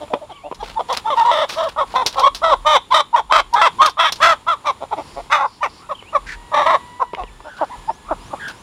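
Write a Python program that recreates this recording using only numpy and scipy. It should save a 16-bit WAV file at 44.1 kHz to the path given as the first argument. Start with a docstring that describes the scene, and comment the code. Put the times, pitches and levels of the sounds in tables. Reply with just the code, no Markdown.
"""Knocks and low grumbles open the scene as a chicken is pulled out of a wire-mesh coop and held by hand.
It soon breaks into rasping squawks, many led by a whistle, among mesh clicks and rustling feathers,
then gives short clucks between later squawks while leaves brush and other birds call across the yard.
Its voice is source and filter: a syrinx buzz with a second, slower vibration drives throat and beak.
Contacts are filtered impulses with rattle, rustles clumped noise, other calls gliding harmonics."""
import sys
import numpy as np
from scipy import signal
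from scipy.io import wavfile
from scipy.ndimage import uniform_filter1d, map_coordinates

SR = 44100
rng = np.random.default_rng(int(sys.argv[2]) if len(sys.argv) > 2 else 0)


def int16_out(signal):
    """Quantize to a 16-bit WAV file."""
    q = np.round(np.clip(np.atleast_2d(signal).T, -1, 1) * 32767)
    wavfile.write(sys.argv[1], SR, q.astype(np.int16))


N = 380141
EDGE_HZ = 15900  # upper edge of the whole band


def gain_of(db):
    """Level definition: decibels to amplitude ratio."""
    return 10 ** (np.asarray(db) / 20)


def evened(x):
    """Normalisation: scales a signal to rms 1."""
    return x / np.sqrt(np.mean(x ** 2) + 1e-20)


def read(points, hz):
    """Interpolation: reads a spectrum table on a log-frequency axis."""
    f, value = np.transpose(points)
    return np.interp(np.log(hz + 1), np.log(f), value)


def add(mix, s, sound):
    """Superposition: mixes a sound in at time s."""
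    part = mix[max(round(s * SR), 0):][:len(sound)]
    part += sound[:len(part)]


def coloured(x, points, size=4096):
    """Minimum phase: a causal filter whose phase follows from its log gain by Hilbert transform."""
    log_gain = np.log(gain_of(read(points, abs(np.fft.fftfreq(size, 1 / SR)))))
    taps = np.fft.ifft(np.exp(np.conj(signal.hilbert(log_gain)))).real
    return signal.fftconvolve(x, taps[:size // 2])[:len(x)]


def wander(count, hz):
    """Random modulation: straight lines between normal deviates drawn hz times a second."""
    knots = rng.standard_normal(count // 8 + 4)
    return map_coordinates(knots, [np.arange(count) * hz / SR], order=1)


def steadied(x, size=400):
    """Level control: divides by the short-time rms so that the level holds at 1."""
    power = uniform_filter1d(uniform_filter1d(x ** 2, size), size)
    return x / np.sqrt(abs(power) + 1e-12)


def faded(x, size=130):
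    """Windowing: linear ramps of size samples soften both ends."""
    i = np.arange(len(x))
    return x * np.clip(np.minimum(i, i[::-1]) / size, 0, 1)


def ramp(x):
    """Linear envelope: falls from 1 at x = 0 to nothing at x = 1."""
    return np.clip(1 - x, 0, 1)


def swelling(swells):
    """Cosine-tapered envelope: a level that rises and falls for each (start, end, dB)."""
    swell = np.zeros(N)
    for start, end, db in swells:
        window = signal.windows.tukey(max(int((end - start) * SR), 2), .6)
        add(swell, start, gain_of(db) * window)
    return swell


def resonate(x, hz, width):
    """Heterodyne resonator: shifts hz to zero, low-passes and shifts back, with gain 1 at the peak."""
    turn = np.exp(2j * np.pi * np.cumsum(hz * np.ones(len(x))) / SR)
    r = np.exp(-np.pi * width / SR)
    return 2 * (turn * signal.lfilter([1 - r], [1, -r], x / turn + 1e-18)).real


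def crackle(swells, colour, clump_db, grain_db):
    """Friction noise: many small contacts, clumped by slow and fast random level changes."""
    level_db = clump_db * wander(N, 130) + grain_db * wander(N, 1500)
    grains = rng.standard_normal(N) * gain_of(level_db)
    return swelling(swells) * evened(coloured(grains, colour))


def air():
    """Broadband noise: the hush of the yard, and low turbulence of gusts at the microphone."""
    # yard hush: f/Hz, relative level/dB
    hush_colour = [(15, -23), (25, -21), (70, 3), (463, -5), (607, -10), (775, -6.5), (936, 0), (1560, -14),
                   (3520, -13.5), (6380, -25), (7110, -15.5), (7920, -25.5), (9840, -19), (11600, -32),
                   (16000, -41.5)]
    # breeze rumble: f/Hz, relative level/dB
    rumble_colour = [(15, -36), (40, 5.5), (62, -6.5), (90, -27), (200, -38), (600, -69)]
    # gusts: start t/s, end t/s, level/dB before the cut below
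    gusts = [(0.52, .8, -43), (1.55, 2.1, -49), (2.1, 2.85, -41), (3.15, 3.6, -45), (4.1, 4.35, -47),
             (5.1, 5.3, -48), (6.12, 6.5, -40), (7.12, 7.44, -39.5), (7.72, 7.92, -43), (8.02, 8.35, -39)]
    calm_db, rumble_cut_db = -56.5, -2.0  # the rumble between gusts is cut too
    hush_db = -45.43 + 2.8 * wander(N, 4.5)
    hush = evened(coloured(rng.standard_normal(N), hush_colour)) * gain_of(hush_db)
    rumble = evened(coloured(rng.standard_normal(N), rumble_colour, size=32768))
    return hush + rumble * (gain_of(calm_db) + swelling(gusts)) * gain_of(rumble_cut_db)


def echoes(x):
    """Specular reflection: single delayed copies off ground, coop and tin fence."""
    # reflections: delay t/s, level/dB
    reflections = [(.0058, -41), (0.0121, -22), (0.019, -24)]
    out = np.zeros(N)
    for delay, db in reflections:
        add(out, delay, gain_of(db) * x)
    return out


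def yard_tail(x):
    """Diffuse reverberation: scatter from trees and sheds, each band dying at its own speed."""
    # reverberation time: f/Hz, T60 t/s
    tail_t60 = [(300, 0.12), (1000, 0.19), (4000, 0.21), (12000, 0.07)]
    hz, t, z = signal.stft(rng.standard_normal(SR), SR, nperseg=256)
    build_up = 1 - np.exp(-t / 0.0057)
    z = z * gain_of(-60 * t / read(tail_t60, hz)[:, None]) * build_up
    tail = signal.istft(z, SR)[1]
    return signal.fftconvolve(x, tail / np.linalg.norm(tail))[:N]


def birds(calls, overtone_db, waver, waver_hz):
    """Harmonic series: whistles of randomly wavering pitch, each overtone overtone_db above the last."""
    out = np.zeros(N)
    for s, hz, level_db in calls:
        wavering_hz = hz * (1 + waver * wander(len(hz), waver_hz))
        phase = 2 * np.pi * np.cumsum(wavering_hz) / SR
        tone = sum(gain_of(overtone_db * k) * np.sin((k + 1) * phase) for k in range(4))
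        add(out, s, faded(evened(tone) * gain_of(level_db)))
    return out


def notes(rows, edge_db):
    """Quadratic glide: each note bends through three pitches, its level changed by edge_db at the ends."""
    for start, length, first_hz, middle_hz, last_hz, db in rows:
        u = np.linspace(-1, 1, int(length * SR))
        slope_hz = (last_hz - first_hz) / 2
        bend_hz = (first_hz + last_hz) / 2 - middle_hz
        yield start, middle_hz + slope_hz * u + bend_hz * u ** 2, db + edge_db * u ** 2


def phrase(start, db):
    """Frequency glide: a songbird's two flicks and rising slur as start, pitch and level."""
    # the phrase: t/s from its start, pitch f/Hz, relative level/dB
    phrase_points = [(0, 2660, -23), (.015, 3290, 10.5), (.035, 2480, -21), (.056, 3150, 7),
                     (.078, 2100, -10), (.11, 2220, -9), (.155, 2780, 2), (.188, 3000, -18)]
    s, hz, level_db = np.transpose(phrase_points)
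    t = np.arange(0, s[-1], 1 / SR)
    return start, np.interp(t, s, hz), db + np.interp(t, s, level_db)


def songbirds():
    """Nearly pure tones: far songbirds' phrases and single chirps."""
    # sung phrases: start t/s, level/dB
    sung_phrases = [(0.309, -49), (5.939, -44.5)]
    # chirps: start t/s, length t/s, first f/Hz, middle f/Hz, last f/Hz, level/dB
    chirps = [(7.265, 0.032, 3200, 2530, 2150, -49), (7.44, 0.088, 5000, 5400, 6500, -64),
              (7.62, .11, 4970, 5420, 6540, -68), (7.86, 0.11, 4970, 5280, 6850, -56),
              (8.2, 0.098, 4900, 5340, 6700, -56.5), (8.52, .098, 4970, 5500, 6500, -59)]
    song = [phrase(*row) for row in sung_phrases] + list(notes(chirps, edge_db=0))
    return birds(song, overtone_db=-39, waver=0.014, waver_hz=400)


def other_fowl():
    """Harmonic tones: steady far fowl, and nearer fowl with a rougher pitch."""
    # far fowl: start t/s, length t/s, first f/Hz, middle f/Hz, last f/Hz, mid-note level/dB
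    far_notes = [(0.32, 0.11, 1156, 1138, 1084, -46.5), (6.33, 0.96, 934, 977, 957, -44),
                 (7.1, 1.2, 1796, 1720, 1680, -56)]
    # nearer fowl: start t/s, length t/s, first f/Hz, middle f/Hz, last f/Hz, mid-note level/dB
    nearer_notes = [(5.77, .11, 847, 1250, 1340, -47), (7.44, .125, 1295, 1540, 1360, -40),
                    (7.565, 0.09, 1395, 1510, 1386, -36), (7.695, 0.068, 680, 982, 760, -32),
                    (8.04, 0.12, 880, 1273, 1090, -41), (8.35, .045, 1030, 1130, 1300, -41),
                    (8.395, 0.12, 1720, 1628, 1490, -29)]
    far = birds(notes(far_notes, edge_db=-5), overtone_db=-7.0, waver=0.0142, waver_hz=249)
    return far + birds(notes(nearer_notes, edge_db=-8), overtone_db=-15, waver=0.079, waver_hz=620)


def chatter():
    """Band-shaped noise: far rasping bird chatter."""
    # chatter: start t/s, end t/s, level/dB
    bursts = [(4.95, 5.32, -52.5), (5.42, 5.62, -53), (5.66, 5.85, -51)]
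    # its spectrum: f/Hz, relative level/dB
    burst_colour = [(2000, -34), (3700, -5), (4700, 5), (5500, 0), (6800, -23), (12000, -47)]
    return crackle(bursts, burst_colour, clump_db=1.5, grain_db=1.5)


def leaves():
    """Friction noise: a brush through dry leaves."""
    # brush: start t/s, end t/s, level/dB
    brushes = [(6.25, 6.37, -32)]
    # its spectrum: f/Hz, relative level/dB
    leaf_colour = [(300, -22), (1000, -19), (1700, 7), (2300, -1.5), (3000, -13), (4500, -11), (7000, -19),
                   (15000, -44)]
    return crackle(brushes, leaf_colour, clump_db=2.5, grain_db=1.5)


def rustles():
    """Friction noise: feathers and feet scraping in the struggle."""
    # scrapes: start t/s, end t/s, level/dB
    scrapes = [(0.604, 0.77, -37), (0.876, 1.02, -30), (1.077, 1.496, -33), (1.475, 1.565, -28.5),
               (1.55, 1.75, -39.5), (1.857, 2.007, -36), (2.04, 2.256, -37), (3.56, 3.76, -42.5),
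               (7.4, 7.776, -51), (8.47, 8.53, -33)]
    # their spectrum: f/Hz, relative level/dB
    scrape_colour = [(150, -11.5), (600, -0.5), (1200, 1), (1900, -4), (3000, -2.5), (4400, -4.5),
                     (7000, -18), (15000, -31)]
    return crackle(scrapes, scrape_colour, clump_db=7.0, grain_db=3.5)


def strike(colour, t60, ring, count=9000):
    """Impact excitation: an impulse and an exponentially dying rattle, filtered to peak 1."""
    t = np.arange(count) / SR
    force = ring * rng.standard_normal(count) * gain_of(-60 * t / max(t60, .005))
    force[0] += 1
    sound = coloured(force, colour)
    return sound / abs(sound).max()


def coop():
    """Impact sound: dull knocks on the frame, sharp clicks of claws and wire mesh."""
    # knocks: t/s, peak level/dB before the 4 dB lift, relative treble/dB, T60 t/s
    knocks = [(0.08, -37, 4, 0.03), (0.137, -5, -2.5, 0.034), (0.514, -18.5, -8, 0.035),
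              (0.525, -20, -7, 0.018), (2.057, -20, -4, 0.11), (6.025, -29, -1, 0.023),
              (7.134, -19, -8, 0.042), (7.149, -19, 19, 0.012), (7.236, -21, -3, 0.025),
              (7.403, -30, 0, 0.051)]
    # knock spectrum: f/Hz, relative level/dB
    knock_colour = [(80, -27), (200, 0), (450, 9), (700, 1.5), (1000, 12), (1600, -5.5), (3100, -2.5),
                    (4500, -20), (15000, -52)]
    # clicks: t/s, peak level/dB before the 6 dB lift, T60 t/s
    clicks = [(0.546, -38.5, 0.078), (0.9273, -23, 0.035), (0.972, -14, 0.024), (1.491, -26, 0.36),
              (2.0624, -10.5, 0.094), (2.072, -29, 0.089), (2.1276, -28.5, 0.037), (2.1947, -18.5, 0.068),
              (2.3477, -19, 0.12), (3.5376, -22, 0.062), (3.8609, -10.5, 0.039), (3.896, -25.5, 0.07),
              (4.1225, -14, 0.055), (4.1576, -29.5, 0.083), (8.4818, -30, 0.055)]
    # click spectrum: f/Hz, relative level/dB
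    click_colour = [(300, -4.5), (1000, 4), (2000, -1.5), (4100, 9), (5600, 8), (7500, -7), (10500, -7),
                    (15000, -20.5)]
    out = np.zeros(N)
    for s, db, treble_db, t60 in knocks:
        colour = [(hz, level + treble_db * (hz > 1500)) for hz, level in knock_colour]
        add(out, s, gain_of(db + 4) * strike(colour, t60, ring=0.194))
    for s, db, t60 in clicks:
        add(out, s, gain_of(db + 6) * strike(click_colour, t60, ring=0.51))
    return out


def syrinx(hz, rasp):
    """Coupled oscillation: membranes buzz; with rasp a slower vibration joins and drifts out of step."""
    count = len(hz)
    warble = .055 * (rasp + .15) * wander(count, 110)
    jitter = 0.067 * (rasp + 0.17) * wander(count, 482.0)
    turns = np.cumsum(hz * (1 + warble + jitter)) / SR
    buzz = sum((k * hz < EDGE_HZ) * np.cos(2 * np.pi * k * turns) for k in range(1, 44))
    # locked at half the pitch it makes cycles strong-weak; unlocked it makes the voice hoarse
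    drift_turns = np.cumsum(hz * .5 * rasp ** 2 * wander(count, 90.1)) / SR
    slow_turns = (turns + drift_turns) / 2
    beating = 1.33 * rasp * (1 + 1.07 * wander(count, 114.0)) * np.cos(2 * np.pi * slow_turns)
    shimmer = 0.87 * rasp * wander(count, 412.4)
    pulses = evened(buzz) * (1 + beating + shimmer)
    # turbulent air escapes each time the membranes open
    puffs = evened((0.24 + np.exp(-(turns % 1) / .5)) * rng.standard_normal(count))
    return pulses + (rasp ** 2 + 0.14) * puffs


def scattered(x, share, decay=.003, count=600):
    """Scattering: bars and hands close to the beak smear each pulse over a few milliseconds."""
    taps = rng.standard_normal(count) * np.exp(-np.arange(count) / SR / decay)
    return x + share * signal.fftconvolve(x, taps / np.linalg.norm(taps))[:len(x)]


def throat_mode(drive, hz, stage_width):
    """Cascaded resonance: two equal resonators in series steepen the skirts."""
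    return resonate(resonate(drive, hz, stage_width), hz, stage_width)


def hen_call(s, hz, level_db, upper_db, rasp):
    """Source and filter: the syrinx sounds through throat and beak."""
    # fixed modes of windpipe and mouth: f/Hz, half of each stage's width f/Hz, level/dB
    throat_modes = [(610, 130, -6), (2480, 250, -19), (2870, 250, -17), (3220, 300, -10), (3520, 380, -8),
                    (4400, 400, -23), (5000, 400, -20), (5550, 400, -21), (7100, 900, -30)]
    # sound radiated from the beak: f/Hz, relative level/dB
    beak_colour = [(150, -22), (330, -6), (450, -11), (600, -3), (850, 0), (1350, 2), (1800, -2), (2800, 2),
                   (3450, 1), (4150, -5), (5300, -2), (7000, -8), (15000, -13)]
    # the main resonance climbs with pitch up to the squawks and sits lower again for the whistles:
    # pitch f/Hz, resonance f/Hz
    main_tuning = [(280, 580), (420, 590), (520, 900), (610, 970), (700, 1020), (820, 940), (1120, 850)]
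    # how the bird is held shapes its throat: t/s, main resonance level/dB, neck resonance level/dB
    posture = [(0, 6, -19), (1.1, -3.5, -7.5), (1.65, -12.5, -10.5), (1.8, 7, -4), (2.5, 2.5, -13),
               (3.6, 8.5, -17.5), (4.5, 5, -15), (5.3, 16, 4), (6.7, 0.5, 0), (7.5, 34, -25)]
    rasp = np.clip(rasp, 0, 1)
    drive = syrinx(hz, rasp)
    main_hz = read(main_tuning, hz)
    held_s, *strengths = np.transpose(posture)
    main_db, neck_db = (np.interp(s, held_s, db) for db in strengths)
    voice = gain_of(main_db) * throat_mode(drive, main_hz, stage_width=660)
    voice += gain_of(neck_db) * throat_mode(drive, 1800, stage_width=600)
    for mode_hz, width, db in throat_modes:
        voice += gain_of(db) * throat_mode(drive, mode_hz, 2 * width)
    voice = coloured(voice, beak_colour)
    # a nearly shut beak passes little above its resonance
    divide_hz = min(1.45 * main_hz.max(), 1550)
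    low, high = (signal.sosfiltfilt(signal.butter(5, divide_hz, side, fs=SR, output="sos"), voice)
                 for side in ("low", "high"))
    low, high = scattered(low, share=.35), scattered(high, share=.9)
    # the upper resonances come out as the bird strains
    sound = steadied(low) + gain_of(upper_db) * steadied(high)
    flutter_db = 2.5 * rasp * wander(len(hz), 170)
    return s, faded(sound * gain_of(level_db + flutter_db), size=80)


def grumble_gesture(start, length, hz, db, upper_db):
    """Parabolic envelope: a grumble swells and fades while its pitch sinks a little."""
    edge_db, sag, rasp = -15, 0.104, 0.58  # sag is a share of the pitch
    u = np.arange(0, length, 1 / SR) / length
    return start, hz * (1 - sag * (u - .5)), db + edge_db * (2 * u - 1) ** 2, upper_db, rasp


def cluck_gesture(start, lead, pop, lead_hz, pop_hz, last_hz, db, lead_db, upper_db):
    """Two-stage gesture: a soft lead-in on an arch of pitch drops into a loud pop and dies, falling."""
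    onset_s, snap_s, tail_s = .01, .005, .016
    onset_db, tail_db, rasp = -18, -23, 0.12
    crest, bend = .45, 1.8  # share of the lead-in at the highest pitch, exponent of the arch
    scoop = .25  # share of the pitch by which the lead-in starts flat
    length = lead + pop + tail_s
    t = np.arange(0, length, 1 / SR)
    from_crest = abs((np.minimum(t / lead, 1) - crest) / (1 - crest))
    arch_hz = lead_hz * (pop_hz / lead_hz) ** (from_crest ** bend)
    lead_in_hz = arch_hz * (1 - scoop * ramp(t / lead) ** 2)
    hz = np.where(t < lead, lead_in_hz, np.interp(t, [lead, length], [pop_hz, last_hz]))
    level_db = db + onset_db * ramp(t / onset_s) + lead_db * ramp(1 + (t - lead) / snap_s)
    level_db = level_db + tail_db * ramp((length - t) / tail_s)
    return start, hz, level_db, upper_db, rasp


def squawk_gesture(start, length, rise, held_hz, sag, last_hz, db, closing_db, early_db, late_db, rasp):
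    """Gliding gesture: a squawk scoops up, holds with a tremble, then swells or dips as its pitch drops."""
    rise_db, rise_dull_db, scoop = -13.5, -22, .2  # it starts soft, dull and flat in pitch
    close_s, close_bend, close_clears = .05, 1.3, 0.35  # pitch drops and clears as the beak closes
    release_s, release_db = .018, -23.5
    droop, droop_s = 0.236, 0.01606  # the pitch collapses as the air runs out
    t = np.arange(0, length, 1 / SR)
    u, left = t / length, length - t
    opening = ramp(t / max(rise, 1 / SR))
    closing = ramp(left / close_s) ** close_bend
    # the pitch takes 1.4 times as long as the level to rise
    pitch_opening = ramp(t / max(1.4 * rise, 1 / SR))
    hz = held_hz * (1 - scoop * pitch_opening ** 2) * (1 - sag * (u - .5))
    hz = hz * (1 + .022 * wander(len(t), 35))
    hz = (hz + (last_hz - hz) * closing) * (1 - droop * ramp(left / droop_s))
    swell_or_dip_db = closing_db * np.exp(-((left - 0.022) / 0.014) ** 2 / 2)
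    tremble_db = 1.5 * wander(len(t), 70)
    overshoot_db = 1.5 * np.exp(-((t - rise) / 0.0062) ** 2 / 2)  # as the rise ends
    level_db = db + rise_db * opening + swell_or_dip_db + release_db * ramp(left / release_s)
    level_db = level_db + tremble_db + overshoot_db
    upper_db = early_db + (late_db - early_db) * u + rise_dull_db * opening - swell_or_dip_db / 2
    return start, hz, level_db, upper_db, rasp * (1 - close_clears * closing)


def whistle_gesture(start, length, top_hz, db, upper_db, rasp):
    """Register flip: a whistle scoops up, holds and falls on a shallow arch of pitch."""
    rise_s, fall_s, rise_db, fall_db = .022, 0.0102, -24.5, -7.5
    arch, scoop, swell_db = .06, .08, 2.5  # shares of the pitch; growth from start to end
    t = np.arange(0, length, 1 / SR)
    opening = ramp(t / rise_s)
    hz = top_hz * (1 - arch * (2 * t / length - 1) ** 2) * (1 - scoop * opening ** 2)
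    level_db = db + swell_db * (t / length - .5)
    level_db = level_db + rise_db * opening + fall_db * ramp((length - t) / fall_s)
    return start, hz, level_db, upper_db, rasp


def chicken():
    """Superposed gestures: grumbles, clucks, squawks and whistles share one vocal tract."""
    # All levels stand before the 1.68 dB cut; "upper" is the upper resonances' relative level.
    # low grumbles, beak shut: start t/s, length t/s, pitch f/Hz, level/dB, upper/dB
    grumbles = [(0.002, 0.05, 303, -26.5, -13.5), (0.098, 0.085, 299.8, -22, -23),
                (0.207, 0.051, 308.5, -28.5, -20), (0.435, .056, 299, -26, -20),
                (4.803, 0.055, 278.6, -24.5, -8.5), (4.962, 0.063, 302.7, -24, -6.5),
                (5.158, 0.059, 259.5, -24.5, -8.5), (7.168, .066, 366.4, -23.5, -3.5),
                (7.441, 0.064, 300, -33, -4)]
    # short clucks: start t/s, lead-in t/s, pop t/s, lead-in f/Hz, pop f/Hz, last f/Hz,
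    # pop level/dB, lead-in relative level/dB, upper/dB
    clucks = [(0.29, 0.022, .01, 472, 382, 270, -32, -1.5, -10),
              (4.906, 0.021, 0.011, 492, 465, 333, -14.5, -9, -16),
              (5.887, 0.027, 0.011, 660, 565, 475, -18, -6, -19.5),
              (6.123, 0.029, 0.016, 693, 600, 486, -9, -15.5, -19.5),
              (6.994, 0.026, 0.0068, 571, 517.5, 418, -8.5, -9.5, -27.5),
              (7.585, 0.0286, 0.023, 644, 329, 234, -13, -18, -28),
              (8.08, 0.032, 0.015, 733, 340, 233, -14, -14, -28),
              (8.3, .035, 0.0073, 671, 293, 224, -18.5, -16, -41)]
    # rasping squawks: start t/s, length t/s, rise t/s, held f/Hz, sag (share of pitch), last f/Hz,
    # level/dB, closing swell (+) or dip (-)/dB, early upper/dB, late upper/dB, rasp (0-1)
    squawks = [(0.625, 0.025, 0.0024, 530, 0.035, 379, -21, 2.5, -24, 5, 0.36),
               (0.792, 0.035, 0.0026, 511, 0.007, 429, -18.5, 2, -21, -15, 0.44),
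               (0.885, 0.067, 0.017, 518, -0.033, 435, -17.5, 0, -6.5, -18, 0.48),
               (1.101, 0.059, 0.0021, 579, 0.097, 494, -16, 1.5, -11, -18, 0.3),
               (1.312, .15, 0.0022, 622.5, 0.036, 445, -14.5, 2.5, -6, -9.5, 0.65),
               (1.557, 0.14, 0.029, 642, 0.012, 435, -16.5, -1, -9, -22, 0.43),
               (1.759, 0.091, .03, 616, .05, 450, -14.5, 0.5, -12, -22, 0.39),
               (1.936, .11, 0.026, 508.4, -0.036, 442, -13, -2.5, -9, -18, 0.4),
               (2.155, 0.085, .03, 566, .15, 457, -14, 1.5, -12, -13, 0.47),
               (2.416, 0.14, .026, 629, 0.19, 468, -11.5, 7, -9.5, -14.5, 0.34),
               (2.647, 0.14, 0.021, 620, 0.028, 412, -11, 3.5, -10.5, -4.5, 0.28),
               (2.938, 0.089, 0.0043, 624, -0.011, 478, -11, -1, -2, -8.5, 0.46),
               (3.159, .06, 0.0038, 600.5, 0.16, 332, -16.5, 2.5, -5.5, -17.5, 0.49),
               (3.321, 0.099, 0.0025, 636, -.08, 398, -12.5, -3, -1, -5.5, 0.58),
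               (3.613, 0.08, 0.0031, 629.6, 0.12, 434, -10.5, 4, -3, -6.5, 0.31),
               (3.815, 0.088, 0.0034, 617, -0.062, 436, -9.5, -6.5, -2, -10.5, .5),
               (3.969, 0.14, 0.03, 649.5, .06, 510, -11.5, -11.5, -3, -1, 0.42),
               (4.2, 0.15, 0.029, 660.6, -0.042, 581, -12, 0, 6, -6.5, 0.37),
               (4.464, 0.093, 0.023, 690.5, 0.077, 526, -14, -0.5, -6, -17, 0.2),
               (4.642, 0.083, 0.022, 625, 0.012, 406, -20, 10, -5, -11, 0.43),
               (5.298, 0.18, 0.029, 573.3, 0.15, 494, -16.5, 4.5, 9.5, -25, 0.45),
               (5.628, 0.053, 0.0028, 598, .1, 342, -17.5, -1.5, -6, -10, 0.34),
               (6.515, .155, .032, 597, 0.26, 572, -13, -6.5, -9.5, -14, 0.54),
               (6.655, 0.12, 0.0083, 658, 0.019, 494, -10.5, 0, -10, -16, 0.61),
               (7.898, 0.0231, 0.0045, 598, 0.22, 318, -16.5, -0.5, -21, -18, 0.5)]
    # nearly pure whistles, mostly just before a squawk:
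    # start t/s, length t/s, pitch f/Hz, level/dB, upper/dB, rasp (0-1)
    whistles = [(0.588, 0.036, 827, -27, -11, .1), (0.753, 0.038, 893, -15, -28, 0.08),
                (1.04, 0.062, 876, -16.5, -20, 0.39), (1.156, 0.079, 928, -9, -20.5, 0.21),
                (1.23, 0.089, 950, -9, -21.5, 0.37), (2.217, 0.069, 1105, -5.5, -15, 0.35),
                (2.902, 0.039, 991, -5, -14, 0.44), (3.127, 0.034, 958, -2, -31, 0.17),
                (3.294, 0.031, 1006, -7.5, -18, 0.47), (3.526, 0.031, 994, -2.5, -27, 0.17),
                (3.542, 0.081, 850, -13, -7.5, 0.48), (3.784, 0.041, 1063, -3.5, -19.5, 0.29),
                (5.605, 0.025, 978, -12, -19.5, 0), (7.874, 0.031, 889, -10, -38, 0.04)]
    repertoire = [(grumble_gesture, grumbles), (cluck_gesture, clucks),
                  (squawk_gesture, squawks), (whistle_gesture, whistles)]
    hen = np.zeros(N)
    for gesture, rows in repertoire:
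        for row in rows:
            add(hen, *hen_call(*gesture(*row)))
    return hen * gain_of(-1.68)


def scene():
    """Direct and reflected sound: chicken and coop near by, other birds across the yard."""
    # ring of the coop after each call: f/Hz, relative level/dB
    ring_colour = [(300, -6), (620, -9), (1100, 0), (1600, -5), (2900, 0), (3650, 9), (4200, -4),
                   (12000, -4)]
    near = chicken() + coop() + rustles() + leaves()
    far = songbirds() + other_fowl() + chatter()
    # the last clucks are close to the microphone, and so drier
    wet_db = np.interp(np.arange(N) / SR, [7.3, 7.4], [0, -7])
    wet = near * gain_of(wet_db)
    ring = gain_of(-24) * yard_tail(coloured(wet, ring_colour))
    far_echo = gain_of(-13) * yard_tail(far)
    return (near + echoes(wet) + ring + far + far_echo + air())[None]


def record(dry, knee=0.29):
    """Soft saturation and band limit: peaks above the knee are rounded, then the top is cut."""
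    over = np.maximum(abs(dry) - knee, 0)
    rounded = np.sign(dry) * (abs(dry) - over + (1 - knee) * np.tanh(over / (1 - knee)))
    band_limit = signal.firwin(511, EDGE_HZ, window=("kaiser", 9), fs=SR)
    return signal.oaconvolve(rounded, band_limit[None], "same")


dry = scene()
out = record(dry)
int16_out(out)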